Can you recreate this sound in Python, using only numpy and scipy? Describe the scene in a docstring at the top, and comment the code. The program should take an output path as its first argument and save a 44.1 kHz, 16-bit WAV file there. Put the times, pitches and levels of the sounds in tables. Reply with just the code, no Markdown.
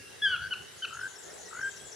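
"""Toucan in a forest

A toucan gives three falling yelps and three softer, rising, throbbing trills, all gliding harmonic tones.
Discrete echoes return the yelps; random taps scatter all the calls.
A small bird's thin, mostly falling chips grow louder, among faint gliding whistles and the dying tail
of an earlier call. Shaped noise makes insect hiss, a low wash and a low rumble that swells now and then."""
import sys
import numpy as np
from scipy import signal
from scipy.fft import rfft, irfft
from scipy.io import wavfile
from scipy.ndimage import uniform_filter1d

SR = 44100
rng = np.random.default_rng(int(sys.argv[2]) if len(sys.argv) > 2 else 0)


def log_audio(samples):
    """Write samples as a 16-bit WAV file to the path given in sys.argv[1]."""
    # one column per channel
    frames = np.atleast_2d(samples).T
    # limit to full scale, then quantise
    limited = np.clip(frames, -1, 1)
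    pcm = np.round(limited * 32767).astype(np.int16)
    wavfile.write(sys.argv[1], SR, pcm)


N = 85995  # length [samples]

# background spectrum: (frequency [Hz], relative density [dB])
AIR_SPECTRUM = [(15, -71), (25, -65), (64, 0.5), (126, -4), (179, -5.5), (222, -7), (333, -9.5), (414, -7),
                (513, -4), (691, -6.5), (749, -6.5), (1090, -9), (1640, -4), (2150, -8.5), (2460, -13),
                (2730, -9), (3220, -8.5), (9720, -13.5), (15800, -29.5)]
# left-right likeness of the background: (frequency [Hz], correlation [-1 to 1])
AIR_LIKENESS = [(60, 0.52), (150, 0.24), (400, -0.14), (1400, 0.28), (3000, 0.24), (5000, 0.36),
                (8000, -0.23), (15000, -0.31)]
# left-right balance of the background: (frequency [Hz], left minus right [dB])
AIR_BALANCE = [(60, 2.1), (120, 0.66), (240, -0.13), (480, -0.5), (950, -0.29), (1890, 1.9), (3770, 1.9),
               (7520, -1.3), (15000, -2.4)]
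# low wash, then insect bands: (centre [Hz], half width [Hz], boost [dB])
AIR_BANDS = [(398, 64, 10), (3880, 86, 3), (5900, 160, 5), (9890, 660, 7)]
# low rumble swells: (centre [s], half length [s], centre [Hz], half width [octaves], boost [dB])
RUMBLE_SWELLS = [(0.324, 0.073, 107, 1, 11.5), (0.439, 0.048, 89, 0.93, 11.5),
                 (1.01, 0.076, 124, 0.49, 10.5), (1.61, 0.075, 92.59, 1, 7.5),
                 (1.27, 0.062, 453, 0.87, 1.5), (1.57, 0.46, 504, 1.0, 5.5)]
AIR_DB, PATCH_DB, FLICKER_DB = -52.5, 2, .5

# diffuse forest tail: (frequency [Hz], decay by 60 dB [s], level [dB])
FOREST_TAIL = [(477, 0.52, -6), (1540, 0.9, -16), (3050, 0.62, -11.5), (4720, 0.53, -14),
               (8100, 0.46, -2.5)]
FOREST_LIKENESS = 0.82  # left-right correlation of the taps
# scatter from nearby branches
NEAR_FIRST_S, NEAR_DECAY_S, NEAR_DB = .004, .022, -14

# faint whistles, and the dying tail of an earlier call:
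# (start [s], length [s], start pitch [Hz], end pitch [Hz], level before sends [dB])
WHISTLES = [(-.08, 0.18, 2685, 2755, -50), (-.08, .22, 1703, 1639, -56), (0.264, 0.095, 2400, 2160, -54.5),
            (1.25, 0.099, 1760, 1875, -58.5), (1.427, 0.079, 1980, 1875, -55),
            (1.537, 0.079, 1920, 2084, -51), (1.61, 0.098, 3100, 3210, -58.5),
            (1.765, .08, 3228, 3365, -57), (1.841, .08, 3380, 3415, -56)]
# small bird: (start [s], start pitch [Hz], end pitch [Hz], level before sends [dB])
CHIPS = [ (0.560, 8200, 7320, -67), (0.617, 7000, 6050, -58.5), (0.723, 8200, 7180, -61),
         (0.778, 7100, 6140, -53), (0.878, 8250, 7170, -58.5), (0.932, 7200, 6120, -48),
         (1.001, 5750, 5050, -54), (1.031, 8300, 7200, -55.5), (1.078, 7500, 5930, -49),
         (1.106, 7400, 6300, -51), (1.153, 5900, 5300, -52.5), (1.181, 8300, 7130, -53.5),
         (1.227, 7600, 6250, -48.5), (1.253, 7400, 6280, -53), (1.299, 6300, 5230, -54.5),
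         (1.332, 8400, 7200, -54.5), (1.378, 7500, 5700, -49), (1.405, 7400, 6200, -48),
         (1.45, 6600, 5280, -51.5), (1.483, 8400, 7220, -53.5), (1.534, 7800, 6270, -52),
         (1.558, 7600, 6360, -49.5), (1.605, 6500, 5350, -50.5), (1.638, 8300, 7370, -51.5),
         (1.683, 8100, 7050, -52.5), (1.707, 7900, 6100, -48.5), (1.759, 6600, 5380, -52),
         (1.788, 7700, 8030, -52.5), (1.847, 8200, 7100, -53.5), (1.866, 7900, 6480, -49),
         (1.912, 6550, 5490, -47), ]
# chip kinds, interpolated between: (start pitch [Hz], length [s], direct gain [dB])
CHIP_KINDS = [(6600, .022, -4), (7370, 0.01237, -12.5), (8250, 0.0157, -0.5)]
CHIP_ROUGH, WHISTLE_ROUGH = 0.16, .35
CHIP_FOREST_DB, CHIP_NEAR_DB = 9, 8
WHISTLE_DIRECT_DB, WHISTLE_FOREST_DB = -5, 8
CHIP_PAN_DB, SCATTER_PAN_DB = 12, 7.5

# one list per yelp: (time [s], pitch [Hz], fundamental [dB], octave [dB], upper overtones [dB],
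# roughness [0 to 1])
YELPS = [
    [(0.218, 1656, -33.5, -33, -52, .01), (0.233, 1707, -31.5, -29, -60, 0),
     (0.249, 1682, -25, -26.5, -48, 0), (0.267, 1579, -24.5, -28, -50, 0),
     (0.300, 1518, -37, -43, -53, .15), (0.325, 1488, -30, -33.5, -50, 0.12),
     (0.346, 1429, -27.5, -35.5, -56, 0), (0.355, 1367, -41, -42.5, -57, 0.1),
     (0.369, 1226, -46, -43, -53, 0.37)],
    [(0.508, 1449, -34, -29.5, -71, 0.01), (0.517, 1496, -39.5, -39, -47, 0),
     (0.524, 1500, -34.5, -30.5, -65, 0.04), (0.531, 1461, -31.5, -29, -50, 0),
     (0.536, 1383, -47, -37, -45.5, 0.4), (0.547, 1310, -36.5, -34.5, -52, 0.25)],
    [(0.820, 1512, -35, -39, -44, .05), (0.831, 1539, -44, -34.5, -56, 0.09),
     (0.841, 1508, -44.5, -33.5, -54, 0.07), (0.848, 1464, -31.5, -34, -47, 0),
     (0.852, 1360, -45, -36, -44, 0.47), (0.860, 1340, -45, -35, -54, 0.5)],
]
# upper overtones: (multiple of the pitch, level against the upper overtones column [dB])
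YELP_OVERTONES = [(3, -2), (4, -13), (5, -24)]
# one list per trill: (time [s], pitch [Hz], level [dB], throb depth, double-speed throb depth)
TRILLS = [
    [(0.372, 1332, -38, 0.64, 0.3), (0.405, 1407, -42, 0.46, .7), (0.430, 1527, -32.5, 0.036, 0.64),
     (0.465, 1512, -33, .03, 0.63), (0.482, 1610, -35, 0.035, .3)],
    [(0.902, 1311, -45, 1, .03), (0.932, 1333, -39, 0.85, .03), (0.975, 1390, -39.5, 1.15, 0.027),
     (1.015, 1492, -34.5, 0.98, 0.16), (1.036, 1535, -32.5, .05, 0.3), (1.068, 1559, -31.5, .03, 0.65),
     (1.082, 1588, -39, .03, .2)],
    [(1.506, 1323, -49, 0.8, .03), (1.532, 1337, -39, 1.44, .03), (1.574, 1445, -38.5, 0.5, 0.028),
     (1.594, 1510, -33.5, 0.89, 0.068), (1.618, 1567, -32, 0.94, 0.12), (1.634, 1576, -31, 0.12, 0.037),
     (1.680, 1588, -32, 0.18, 0.036), (1.699, 1636, -38, .03, 0.028)],
]
# one row per trill: (time of one throb [s], rate [throbs/s], octave [dB], third harmonic [dB]),
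# both harmonics against the fundamental
TRILL_THROBS = [(0.441, 50, -38, -17), (0.973, 47.75, -24, -50), (1.573, 48.8, -24.5, -40)]
# discrete echoes off trunks and crowns: (delay [s], left [dB], right [dB])
ECHOES = [(0.028, -14.5, -14.5), (0.044, -14.5, -24), (0.058, -36, -21), (0.081, -18.5, -39)]
ATTACK_S, RELEASE_S = 0.0081, 0.0073
RASP_HZ, JITTER = 352, 0.093  # roughness bandwidth; relative pitch jitter per unit roughness
THROB_BEND, TRILL_WAVER = .015, .016  # pitch swing within a throb: per unit depth, and constant
THROB_ROUGH, TRILL_ROUGH = .15, .05  # roughness: per unit depth, and constant
# second trill tone: share, twice the throb depth at which it enters, offset in throb rates
SPLIT_SHARE, SPLIT_FROM, SPLIT_MULTIPLE = .6, 1.4, 4
TOUCAN_PAN_DB, TRILL_PAN_DB, LEFT_LAG_S = 2.0, 3.2, .00002
TRILL_NEAR_DB, TRILL_FAR_DB = -3, -2  # trill sends against the yelps
FOREST_DELAY_S = .036

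BASS_CUT_HZ, EDGE_HZ = 65, 15800


def amp(db):
    """Decibels to gain."""
    return 10 ** (np.asarray(db) / 20)


def evened(x):
    """Scales to an rms of one."""
    return x / np.sqrt(np.mean(x ** 2) + 1e-20)


def read(points, hz):
    """Interpolates a table on a log-frequency axis."""
    f, value = np.transpose(points)
    return np.interp(np.log(hz + 1), np.log(f + 1), value)


def follow(curve):
    """Sample times of a call, then each of its controls at those times."""
    s, *columns = np.transpose(curve)
    t = np.arange(s[0], s[-1], 1 / SR)
    return [t] + [np.interp(t, s, c) for c in columns]


def wander(size, hz):
    """Low-passed noise of unit rms."""
    low_pass = signal.butter(6, hz, fs=SR, output="sos")
    settled = signal.sosfilt(low_pass, rng.standard_normal(N))[-size:]
    return evened(settled)


def track(events):
    """Sums (start, sound) pairs on one time line; a sound may already be under way at time zero."""
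    out = np.zeros(N)
    for start_s, sound in events:
        at = round(start_s * SR)
        sound = sound[max(-at, 0):]
        part = out[max(at, 0):][:len(sound)]
        part += sound[:len(part)]
    return out


def pan(x, db):
    """Leans a sound to the left by a level difference."""
    return x * amp([[db / 2], [-db / 2]])


def delayed(x, delay_s):
    """Fractional delay as a phase slope."""
    hz = np.fft.rfftfreq(2 * N, 1 / SR)
    return irfft(rfft(x, 2 * N) * np.exp(-2j * np.pi * hz * delay_s))[..., :N]


def background():
    """Wide insect hiss, low wash and rumble swells: noise shaped in frequency, time and stereo width."""
    frames, hz = N // 256 + 5, np.fft.rfftfreq(1024, 1 / SR)
    t = np.arange(frames)[:, None] * 256 / SR
    a, b, c, d, patches = rng.standard_normal((5, frames, len(hz)))
    patches = uniform_filter1d(patches, size=12, axis=0)
    patches = evened(uniform_filter1d(patches, size=10, axis=1))

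    db = read(AIR_SPECTRUM, hz)
    db = db + sum(g * np.exp(-((hz - f) / w) ** 2) for f, w, g in AIR_BANDS)
    db = db + PATCH_DB * patches + FLICKER_DB * rng.standard_normal((frames, 1))
    swell_db = 0
    for s, half_s, f, octaves, g in RUMBLE_SWELLS:
        distance = ((t - s) / half_s) ** 2 + (np.log2((hz + 1) / f) / octaves) ** 2
        swell_db = swell_db + g * np.exp(-distance)

    same = np.clip(read(AIR_LIKENESS, hz), -1, 1)
    lean = amp(read(AIR_BALANCE, hz) / 2)
    left, other = a + 1j * b, c + 1j * d
    right = same * left + np.sqrt(1 - same ** 2) * other
    z = np.array([left * lean, right / lean]) * amp(db)

    def sound(spectrum):
        return signal.istft(spectrum, nperseg=1024, noverlap=768, time_axis=1, freq_axis=2)[1][:, :N]

    # level reference: the mono sum without swells
    return amp(AIR_DB) * sound(z * amp(swell_db)) / sound(z).mean(0).std()


def forest(x):
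    """Scatter from leaves and branches: sparse random taps that die at a different rate in each band."""
    a, b = rng.standard_normal((2, SR)) * (rng.random(SR) < .1)
    taps = np.array([a, FOREST_LIKENESS * a + np.sqrt(1 - FOREST_LIKENESS ** 2) * b])
    hz, t, z = signal.stft(taps, SR, nperseg=256)
    table = np.array(FOREST_TAIL)
    t60_s, level_db = read(table[:, :2], hz), read(table[:, ::2], hz)
    z = z * amp(-60 * t / t60_s[:, None])
    energy = (abs(z) ** 2).sum(2).mean(0)
    z /= np.sqrt(uniform_filter1d(energy, size=3))[:, None]
    flat = signal.istft(z, SR, nperseg=256)[1]
    tail = signal.istft(z * amp(level_db)[:, None], SR, nperseg=256)[1]
    tail = tail / np.linalg.norm(flat[0])
    return signal.fftconvolve(x[None], tail, axes=1)[:, :N]


def branches(x):
    """Weak early reflections from branches around a bird: decaying random taps, partly shared by the sides."""
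    t = np.arange(0, NEAR_FIRST_S + 4 * NEAR_DECAY_S, 1 / SR)
    taps = rng.standard_normal((3, len(t))) * (t > NEAR_FIRST_S) * np.exp(-t / NEAR_DECAY_S)
    taps = taps[:2] + taps[2]
    taps = taps / np.linalg.norm(taps[0])
    return amp(NEAR_DB) * signal.fftconvolve(x[None], taps, axes=1)[:, :N]


def glide(start_s, length_s, from_hz, to_hz, db, rough):
    """One note: a roughened sine whose pitch glides fastest at first."""
    u = np.arange(0, length_s, 1 / SR) / length_s
    hz = from_hz + (to_hz - from_hz) * np.sin(np.pi / 2 * u ** 1.083)
    phase = 2 * np.pi * np.cumsum(hz) / SR
    envelope = np.sqrt(2 * np.sin(np.pi * u)) * (1 + rough * wander(len(u), RASP_HZ))
    return start_s, amp(db) * envelope * np.sin(phase)


def chips_and_whistles():
    """Chips, faint whistles and the tail of an earlier call, direct and scattered by the trees."""
    kinds = np.array(CHIP_KINDS)
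    chips, direct = [], []
    for s, from_hz, to_hz, db in CHIPS:
        length_s, direct_db = read(kinds[:, :2], from_hz), read(kinds[:, ::2], from_hz)
        start_s, sound = glide(s, length_s, from_hz, to_hz, db, CHIP_ROUGH)
        chips.append((start_s, sound))
        direct.append((start_s, sound * amp(direct_db)))
    chips, direct = track(chips), track(direct)
    whistles = track(glide(*row, WHISTLE_ROUGH) for row in WHISTLES)
    scatter = forest(chips * amp(CHIP_FOREST_DB) + whistles * amp(WHISTLE_FOREST_DB))
    scatter = scatter + branches(chips * amp(CHIP_NEAR_DB))
    return pan(direct, CHIP_PAN_DB) + whistles * amp(WHISTLE_DIRECT_DB) + pan(scatter, SCATTER_PAN_DB)


def edges(t):
    """Attack and release of a toucan call."""
    ramp = np.minimum((t - t[0]) / ATTACK_S, (t[-1] - t) / RELEASE_S)
    return np.sin(np.pi / 2 * np.clip(ramp, 0, 1))


def yelp(curve):
    """A falling harmonic tone with a strong octave; jitter in pitch and level makes the rasp."""
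    t, hz, first_db, octave_db, upper_db, rough = follow(curve)
    jitter = JITTER * rough * wander(len(t), RASP_HZ)
    phase = 2 * np.pi * np.cumsum(hz * (1 + jitter)) / SR
    tone = amp(first_db) * np.sin(phase) + amp(octave_db) * np.cos(2 * phase)
    tone += sum(amp(upper_db + db) * np.sin(k * phase) for k, db in YELP_OVERTONES)
    rasp = np.maximum(1 + rough * wander(len(t), RASP_HZ), 0)
    return t[0], edges(t) * tone * rasp * np.sqrt(2)


def trill(curve, beat_s, rate_hz, octave_db, third_db):
    """A rising tone gated into throbs; a second, higher tone splits each deep throb in two."""
    t, hz, db, slow, fast = follow(curve)
    beat = 2 * np.pi * rate_hz * (t - beat_s)
    gate = np.exp(slow * (np.cos(beat) - 1) + fast * (np.cos(2 * beat) - 1))
    rough = TRILL_ROUGH + THROB_ROUGH * slow
    bend = (TRILL_WAVER + THROB_BEND * slow) * np.sin(beat)
    jitter = JITTER * rough * wander(len(t), RASP_HZ)
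    phase = 2 * np.pi * np.cumsum(hz * (1 + bend + jitter)) / SR
    tone = np.sin(phase) + amp(octave_db) * np.sin(2 * phase) + amp(third_db) * np.sin(3 * phase)
    split = SPLIT_SHARE * np.clip(2 * slow - SPLIT_FROM, 0, 1)
    tone -= split * np.sin(phase + SPLIT_MULTIPLE * beat)
    rasp = 1 + rough * wander(len(t), RASP_HZ)
    return t[0], edges(t) * amp(db) * gate * tone * rasp * np.sqrt(2)


def toucan():
    """Yelps and trills, a little to the left; only the loud yelps return as discrete echoes."""
    yelps = track(yelp(curve) for curve in YELPS)
    trills = track(trill(curve, *row) for curve, row in zip(TRILLS, TRILL_THROBS))
    left, right = pan(yelps, TOUCAN_PAN_DB) + pan(trills, TRILL_PAN_DB)
    direct = np.array([delayed(left, LEFT_LAG_S), right])
    echoes = sum(amp([[l], [r]]) * delayed(yelps, s) for s, l, r in ECHOES)
    near = branches(yelps + amp(TRILL_NEAR_DB) * trills)
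    far = forest(delayed(yelps + amp(TRILL_FAR_DB) * trills, FOREST_DELAY_S))
    return direct + echoes + near + far


def scene():
    """The background, the chips and whistles, and the toucan."""
    return background() + chips_and_whistles() + toucan()


def record(dry):
    """The microphone's bass cut, then the band limit."""
    bass_cut = signal.butter(4, BASS_CUT_HZ, "high", fs=SR, output="sos")
    thin = signal.sosfilt(bass_cut, dry)
    band_limit = signal.firwin(511, EDGE_HZ, window=("kaiser", 9), fs=SR)
    return signal.oaconvolve(thin, band_limit[None], "same")


dry = scene()
out = record(dry)
log_audio(out)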